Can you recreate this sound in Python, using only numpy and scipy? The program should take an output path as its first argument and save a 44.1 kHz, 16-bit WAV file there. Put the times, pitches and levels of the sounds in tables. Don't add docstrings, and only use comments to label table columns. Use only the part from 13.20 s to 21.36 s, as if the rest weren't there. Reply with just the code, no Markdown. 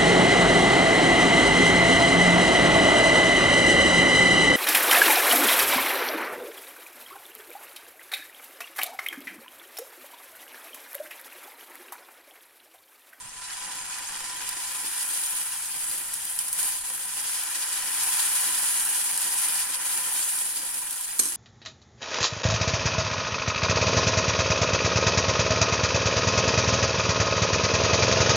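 import sys
import numpy as np
from scipy import signal
from scipy.fft import rfft, irfft
from scipy.io import wavfile
from scipy.ndimage import uniform_filter1d

SR = 44100
rng = np.random.default_rng(int(sys.argv[2]) if len(sys.argv) > 2 else 0)


def store_wav(level_fs):
    pcm = np.round(np.clip(np.atleast_2d(level_fs), -1, 1) * 32767)
    wavfile.write(sys.argv[1], SR, pcm.T.astype(np.int16))


N = 359856

# frequency in Hz, relative strength in dB per Hz.
RUMBLE_SPECTRUM = [(20, 0), (38, -5), (60, -11), (110, -10), (170, -9.5), (300, -17.5), (640, -28),
                   (1000, -11), (8000, -26)]
RUMBLE_MEAN_DB = -57
# frequency in Hz, width in Hz, level in dB before WHISTLING.
BURNER_WHISTLES = [(983, 53, -50.5), (7570, 45, -51.5), (8700, 68, -58.5)]
# time in seconds, change in dB.
WHISTLING = [(0, -6.5), (.3, -4.5), (.82, 0), (1.4, -6), (2.3, -13), (3.0, -10), (8.1, -9.5)]
NOTE_HZ, NOTE_WAVER_HZ, NOTE_DB, NOTE_FLUTTER_DB = 1001, 8, -52, 2.2

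# time in seconds, low crackle in dB, fine fizz in dB, both before surges and trims.
BOIL_COURSE = [(0.0, -53, -48.5), (0.32, -43.5, -41.5), (1.2, -42, -38.5), (1.75, -42, -32),
               (2.12, -42.5, -29.7), (2.45, -45, -34.5), (3.0, -46.5, -35), (3.2, -46, -33),
               (3.6, -47.5, -36), (4.0, -43.5, -33.5), (4.72, -39, -30.5), (5.15, -37.5, -26.5),
               (5.95, -40, -29.5), (6.55, -40.5, -31.5), (7.15, -43, -31), (7.8, -47, -34.5)]
# start in seconds, rise in seconds, time from start to fall in seconds,
# change in crackle in dB, change in fizz in dB.
FRESH_METAL_SURGES = [(2.506, 0.11, 0.25, 0.5, 3.5), (3.323, .08, 0.16, 5.5, 7), (3.626, .05, 0.12, 1, 3),
                      (4.085, 0.094, 0.31, 1, -0.3), (4.674, 0.16, 0.32, 1.5, 1.5),
                      (5.373, 0.17, 0.4, -0.1, 2), (5.97, 0.23, .38, 2, 3.5), (6.623, 0.12, .6, 1, 2.5)]
SURGE_FALL_S = 0.12
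# time in seconds, change in dB.
SIMMER_STRENGTH = [(0, -1.5), (2, -.5), (3.4, 3), (4.6, -2), (5.7, 0), (6.9, 2.5), (7.8, 4)]
# frequency in Hz, relative strength in dB per Hz.
BUBBLE_SPECTRUM = [(60, -38), (170, -21), (310, -10.5), (420, -15.5), (650, -7), (790, -3), (1200, -8.5),
                   (1600, -1.5), (3700, -7), (6000, -4), (7500, -5.5), (12000, -6.5), (16000, -5.5)]
# frequency in Hz, width in Hz, boost in dB.
GRIDDLE_RESONANCES = [(171.4, 17, 10), (471, 29, -14), (523, 75, 6.5), (638, 79, -24), (833, 180, 1.5),
                      (999, 60, 10), (1200, 93, 3), (1385, 150, 3.5), (1940, 44, 1.5), (2153, 140, -7.5),
                      (2330, 74, 0.5), (2700, 185, -4), (3094, 34, 4), (3600, 170, -0.5), (4840, 49, 6),
                      (5680, 110, 3), (5890, 430, -4.5), (6770, 180, 5), (7380, 76, 9), (7440, 410, -4.5)]
WET_DB, WET_SHARE, WET_T60_S = -6, 0.3, 0.012
# frequency in Hz, change in dB.
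ECHO_COLOUR = [(400, -2.5), (2500, 1.5)]

# start in seconds, bright snap in dB, dull pop in dB,
# left over right in dB. Snap and pop are levels before filtering.
LOUD_SPITS = [(0.3, -24, -8, 0), (0.305, -24, -8, -2), (0.5535, -15, -20, 2), (1.1115, -24, -14, 0),
              (1.2899, -2, -8, -1), (1.311, -13, -20, -2), (1.6355, -24, -18, 0), (1.66, -15, -8, -2),
              (1.8286, -4, -22, 0), (2.036, -10, -9, 2), (2.0606, -8, -12, 0), (2.212, -9, -9, -5),
              (2.4572, -7, -20, 1), (2.6962, -7, -18, 0), (2.7128, -5, -7, 0), (2.9345, -8, -22, 1),
              (2.9391, -3, -18, 1.5), (3.0514, -5, -20, 2), (3.0976, -10, -22, 2), (3.162, -9, -22, 0),
              (3.189, 1, -9, -1), (3.2823, -6, -13, -2), (3.3282, 0.5, -14, -2), (3.39, -7, -11, 0),
              (3.4285, -1, -16, 0), (3.699, -7, -20, -4), (4.1144, -7, -18, 0), (4.234, -7, -24, 10),
              (4.8089, -3, -16, 0), (4.8333, -1.5, -15, 2), (5.6504, -1, -17, 0), (5.9752, 0, -16, 0),
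              (6.0171, -3, -14, 0), (6.284, -3, -16, 0), (7.187, -4, -12, 2), (7.5426, -4, -17, 2),
              (7.7083, -3.5, -22, -1), (7.7277, -6, -22, -0.5), (7.8093, -7, -28, 2), (7.9855, -7, -20, 0)]
STRAYS_PER_S = 14
STRAY_OVER_FIZZ_DB, STRAY_OVER_CRACKLE_DB = 11, 7
STRAY_SPREAD_DB, STRAY_PAN_DB = 5, 4

# start in seconds, relative clink in dB, relative thud in dB.
LADLE_KNOCKS = [(1.645, -42, -42), (7.9926, -13, -41), (7.996, -12, -47), (7.9972, -11, -31.5),
                (7.9998, -19, -50), (8.034, -25, -38.5), (8.056, -20.5, -43), (8.0623, -27, -43),
                (8.088, -33, -54), (8.122, -25, -54), (8.127, -28.5, -56), (8.149, -35, -52)]
# frequency in Hz, relative level in dB, time to fade by 60 dB in seconds.
STEEL_RINGS = [(3080, -27, 0.12), (4130, -26, 0.12), (5529, -20, 0.12), (6282, -19, 0.25),
               (6471, -19, 0.22), (7838, -20, 0.2), (8899, -19, 0.2), (9448, -21, 0.05), (11600, -20, 0.15)]
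# frequency in Hz, relative level in dB, time to fade by 60 dB in seconds.
BOWL_RINGS = [(182, -20, 0.21), (228, -17.5, 0.27), (287, -11.5, 0.21), (339, -14, 0.42),
              (363, -13.5, 0.37), (398, -9.5, 0.13), (458, -17, 0.071), (1260, -32, 0.4)]
# frequency in Hz, relative strength in dB per Hz.
CONTACT_SPECTRUM = [(150, -20), (600, -14), (1000, -4.5), (2200, -13.5), (4200, -8), (6200, -1), (8300, -2),
                    (10500, -6), (13000, -20), (16000, -20)]
# frequency in Hz, width in Hz, boost in dB.
CUP_RESONANCES = [(1400, 300, 4), (2350, 400, 9), (4100, 400, 7), (5400, 320, 5.5), (6440, 350, 7.5),
                  (7850, 300, 2), (8800, 250, 6.5), (9450, 250, 3), (11650, 470, 12), (14200, 1400, 8)]
SLIDE_START_S, SLIDE_LENGTH_S = 8.0, 0.09
SLIDE_DB, SLIDE_FADE_DB_PER_S = -31.5, 600
SLIPS_PER_S, SLIP_SPREAD_DB = 1300, 4

# frequency in Hz, width in Hz, boost in dB.
LEFT_PORT_RESONANCES = [(8540, 770, 5), (10510, 2650, 13.5)]
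# frequency in Hz, width in Hz, boost in dB.
RIGHT_PORT_RESONANCES = [(8490, 1100, 5.65), (9810, 2070, 12.76)]
CUTOFF_HZ = 15850


def from_db(db):
    return 10 ** (np.asarray(db) / 20)


def rms_one(x):
    return x / np.sqrt(np.mean(x ** 2) + 1e-20)


def in_time(rows):
    seconds, *columns = np.transpose(rows)
    return [np.interp(np.arange(N) / SR, seconds, column) for column in columns]


def drift(rate):
    points = rng.standard_normal(4096)
    return rms_one(np.interp(np.arange(N) / SR * rate, np.arange(len(points)), points))


def coloured(x, spectrum=((1, 0),), peaks=(), size=16384):
    half = size // 2
    hz = np.arange(half + 1) * SR / size
    corner_hz, corner_db = np.transpose(spectrum)
    db = np.interp(np.log(hz + 1), np.log(corner_hz), corner_db)
    for centre, width, height in peaks:
        db = db + height / (1 + (2 * (hz - centre) / width) ** 2)
    cepstrum = irfft(db * np.log(10) / 20)
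    cepstrum[1:half] *= 2
    cepstrum[half + 1:] = 0
    response = irfft(np.exp(rfft(cepstrum)))[:half]
    return signal.oaconvolve(np.atleast_2d(x), [response], axes=-1)[:, :N]


def band(x, kind, edge_hz):
    return signal.sosfilt(signal.butter(3, edge_hz, kind, fs=SR, output="sos"), x)


def both_ways_high(x, edge_hz):
    return signal.sosfiltfilt(signal.butter(3, edge_hz, "high", fs=SR, output="sos"), x)


def ring(clicks, hz, t60):
    radius = from_db(-60 / (t60 * SR))
    turn = 2 * np.pi * hz / SR
    return signal.lfilter([0, np.sin(turn)], [1, -2 * radius * np.cos(turn), radius ** 2], clicks + 1e-18)


def burst(t60):
    return rng.standard_normal((2, SR // 2)) * from_db(-60 * np.arange(SR // 2) / SR / t60)


def add(out, start_s, sound):
    at = min(round(start_s * SR), N - 1)
    out[..., at:at + sound.shape[-1]] += sound[..., :N - at]


def two_mics(x, lag_us):
    taps = np.arange(-8, 9)
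    left = np.convolve(x, np.sinc(taps - lag_us * SR / 10 ** 6), "same")
    return np.array([left, x])


def kitchen(x, near_db, room_db, near_t60=0.058, room_t60=0.075):
    response = np.zeros((2, SR // 2))
    for level_db, t60, delay_s in ((near_db, near_t60, .0007), (room_db, room_t60, .006)):
        tail = np.pad(burst(t60), ((0, 0), (round(delay_s * SR), 0)))[:, :SR // 2]
        response += from_db(level_db) * rms_one(tail) / np.sqrt(SR // 2)
    echoes = signal.oaconvolve(x, coloured(response, ECHO_COLOUR, size=1024), axes=-1)[:, :N]
    return x + echoes


def background(shared=0.61, rumble_swing_db=2.2):
    noise = rng.standard_normal((2, N)) + shared * rng.standard_normal(N)
    whistles = np.zeros((2, N))
    for hz, width, db in BURNER_WHISTLES:
        t60 = np.log(1000) / (np.pi * width)
        whistles += from_db(db) * rms_one(ring(noise, hz, t60))
    phase = 2 * np.pi * np.cumsum(NOTE_HZ + NOTE_WAVER_HZ * drift(45)) / SR
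    note = rms_one(np.sin(phase)) * from_db(NOTE_DB + NOTE_FLUTTER_DB * drift(25))
    rumble_db = RUMBLE_MEAN_DB + rumble_swing_db * drift(16)
    rumble = from_db(rumble_db) * rms_one(coloured(noise, RUMBLE_SPECTRUM))
    return rumble + from_db(in_time(WHISTLING)[0]) * (whistles + note)


def bubbles(per_s, size_db, pop_t60, snap, count=6):
    at = np.flatnonzero(rng.random(N) < per_s / SR)
    size = from_db(size_db * np.minimum(rng.exponential(1, N)[at], 3.3))
    strength = size * rng.choice([-1, 1], N)[at]
    kind = rng.integers(0, count, N)[at]
    out = np.zeros(N)
    for k, pitch_hz in enumerate(np.linspace(3500, 14500, count)):
        clicks = np.zeros(N)
        clicks[at] = strength * (kind == k)
        out += snap * clicks + ring(clicks, pitch_hz, pop_t60)
    return out


def droplets(per_s, size_db, t60, size=512):
    at = np.flatnonzero(rng.random(N) < per_s / SR)
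    pitch, strength, life = rng.random((3, N))[:, at, None]
    age = np.arange(size) / SR
    level_db = -size_db * np.log(np.maximum(strength, .04)) - 60 * age / (t60 * (.5 + life))
    rings = from_db(level_db) * np.sin(2 * np.pi * (1800 + 11000 * pitch) * age)
    places = (at[:, None] + np.arange(size)).ravel()
    return rms_one(np.bincount(places, rings.ravel(), N + size)[:N])


def batter_edge(per_s, lag_us=-12, lag_spread_us=62, flare_db=3.5, count=12):
    out = 0
    for side in np.cos(np.pi * (np.arange(count) + .5) / count):
        dry_pops = rms_one(bubbles(per_s / count, size_db=2.0, pop_t60=0.00066, snap=0.85))
        wet_pops = droplets(WET_SHARE * per_s / count, size_db=2.2, t60=WET_T60_S)
        pops = (dry_pops + from_db(WET_DB) * wet_pops) * from_db(flare_db * drift(9))
        out = out + kitchen(two_mics(pops, lag_us + side * lag_spread_us), near_db=-3.5, room_db=-4.5)
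    return out / np.sqrt(uniform_filter1d(np.mean(out ** 2, axis=0), SR // 16) + 1e-12)


def surges():
    t = np.arange(N) / SR
    out = np.zeros((2, N))
    for start, rise, length, crackle_db, fizz_db in FRESH_METAL_SURGES:
        rising = (t - start) / rise
        falling = 1 - (t - start - length) / SURGE_FALL_S
        out += np.outer([crackle_db, fizz_db], np.clip(np.minimum(rising, falling), 0, 1))
    return out


def sizzle(low_split_hz=2750, high_split_hz=7500, finest_hz=11500, hiss_trim_db=3.5, fizz_trim_db=-6.5,
           clump_db=1.5, hiss_share=0.23, simmer_hz=620, simmer_patchy_db=2.5):
    crackle_db, fizz_db = in_time(BOIL_COURSE) + surges() + .25 * drift(13)
    hiss_db = crackle_db + hiss_share * (fizz_db - crackle_db)
    per_s = 4000 * from_db(.6 * (fizz_db + 35.5) + clump_db * drift(70))
    sound = coloured(batter_edge(per_s), BUBBLE_SPECTRUM, GRIDDLE_RESONANCES)
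    sputter = drift(40)
    crackle = rms_one(band(sound, "low", low_split_hz))
    crackle = crackle * from_db(crackle_db + .5 * drift(45))
    hiss = rms_one(band(sound, "band", [low_split_hz, high_split_hz]))
    hiss = hiss * from_db(hiss_db + hiss_trim_db + 1.09 * sputter)
    fizz = rms_one(band(sound, "high", high_split_hz))
    fizz = fizz * from_db(fizz_db + fizz_trim_db + 0.5 * sputter)
    coolness = np.clip((-34.5 - fizz_db) / 11, 0, 1)
    finest = both_ways_high(fizz, finest_hz)
    deep = signal.sosfiltfilt(signal.butter(3, simmer_hz, "low", fs=SR, output="sos"), crackle)
    simmer = from_db(in_time(SIMMER_STRENGTH)[0] + simmer_patchy_db * drift(16))
    return (crackle - deep) + simmer * deep + hiss + fizz - coolness * finest


def stray_spits():
    crackle_db, fizz_db = in_time(BOIL_COURSE) + surges()
    at = np.flatnonzero(rng.random(N) < STRAYS_PER_S / SR)
    snap, pop, side = rng.uniform(-1, 1, (3, N))[:, at]
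    snap_db = fizz_db[at] + STRAY_OVER_FIZZ_DB + STRAY_SPREAD_DB * snap
    pop_db = crackle_db[at] + STRAY_OVER_CRACKLE_DB + STRAY_SPREAD_DB * pop
    return list(zip(at / SR, snap_db, pop_db, STRAY_PAN_DB * side))


def spits(snap_db=-2.5, spray_db=-10.5, spray_t60=0.0075, spray_delay_s=0.0004, split_hz=5800,
          pop_low_hz=1300, top_hz=14500, lag_us=-14, size=512):
    snaps, pops = np.zeros((2, 2, N))
    age = np.arange(size) / SR
    for start, bright_db, dull_db, pan_db in [*LOUD_SPITS, *stray_spits()]:
        spray = rng.standard_normal(size) * from_db(spray_db - 60 * age / spray_t60)
        crack = spray * (age > spray_delay_s)
        crack[0] = from_db(snap_db)
        crack = two_mics(np.pad(crack, (10, 0)), lag_us)
        crack = crack * from_db(np.array([[pan_db], [-pan_db]]) / 2)
        add(snaps, start + 0.00045, from_db(bright_db) * crack)
        add(pops, start + 0.00054, from_db(dull_db) * crack)
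    both = band(snaps, "high", split_hz) + band(pops, "band", [pop_low_hz, split_hz])
    sound = coloured(band(both, "low", top_hz), BUBBLE_SPECTRUM, GRIDDLE_RESONANCES)
    return kitchen(sound, near_db=-3, room_db=-28, near_t60=0.035)


def slide():
    age = np.arange(N) / SR - SLIDE_START_S
    slide_db = SLIDE_DB - SLIDE_FADE_DB_PER_S * np.maximum(age - SLIDE_LENGTH_S, 0)
    slips = (rng.random(N) < SLIPS_PER_S / SR) * rng.choice([-1, 1], (2, N))
    slips = slips * from_db(SLIP_SPREAD_DB * rng.uniform(-1, 1, N))
    return (age > 0) * rms_one(slips) * from_db(slide_db)


def ladle(ring_db=-11, crack_t60=0.011):
    cracks, clinks, thuds = np.zeros((2, N)), np.zeros((2, N)), np.zeros(N)
    for start, clink_db, thud_db in LADLE_KNOCKS:
        add(cracks, start, from_db(clink_db) * burst(crack_t60))
        add(clinks, start, from_db(clink_db + ring_db + rng.normal(0, 1.7, (2, 1))))
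        add(thuds, start, from_db([thud_db]))
    steel = sum(from_db(db) * ring(clinks, hz, t60) for hz, db, t60 in STEEL_RINGS)
    bowl = sum(from_db(db) * ring(thuds, hz, t60) for hz, db, t60 in BOWL_RINGS)
    bowl = band(bowl, "high", 150)
    rubbing = coloured(cracks + slide(), CONTACT_SPECTRUM, CUP_RESONANCES)
    return kitchen(rubbing + steel + bowl, near_db=-6, room_db=-28)


def scene():
    return background() + sizzle() + spits() + ladle()


def record(dry):
    left = coloured(dry[0], peaks=LEFT_PORT_RESONANCES)
    right = coloured(dry[1], peaks=RIGHT_PORT_RESONANCES)
    top_cut = signal.ellip(12, .1, 80, CUTOFF_HZ, fs=SR, output="sos")
    return signal.sosfilt(top_cut, np.vstack([left, right]))


dry = scene()
out = record(dry)
store_wav(out)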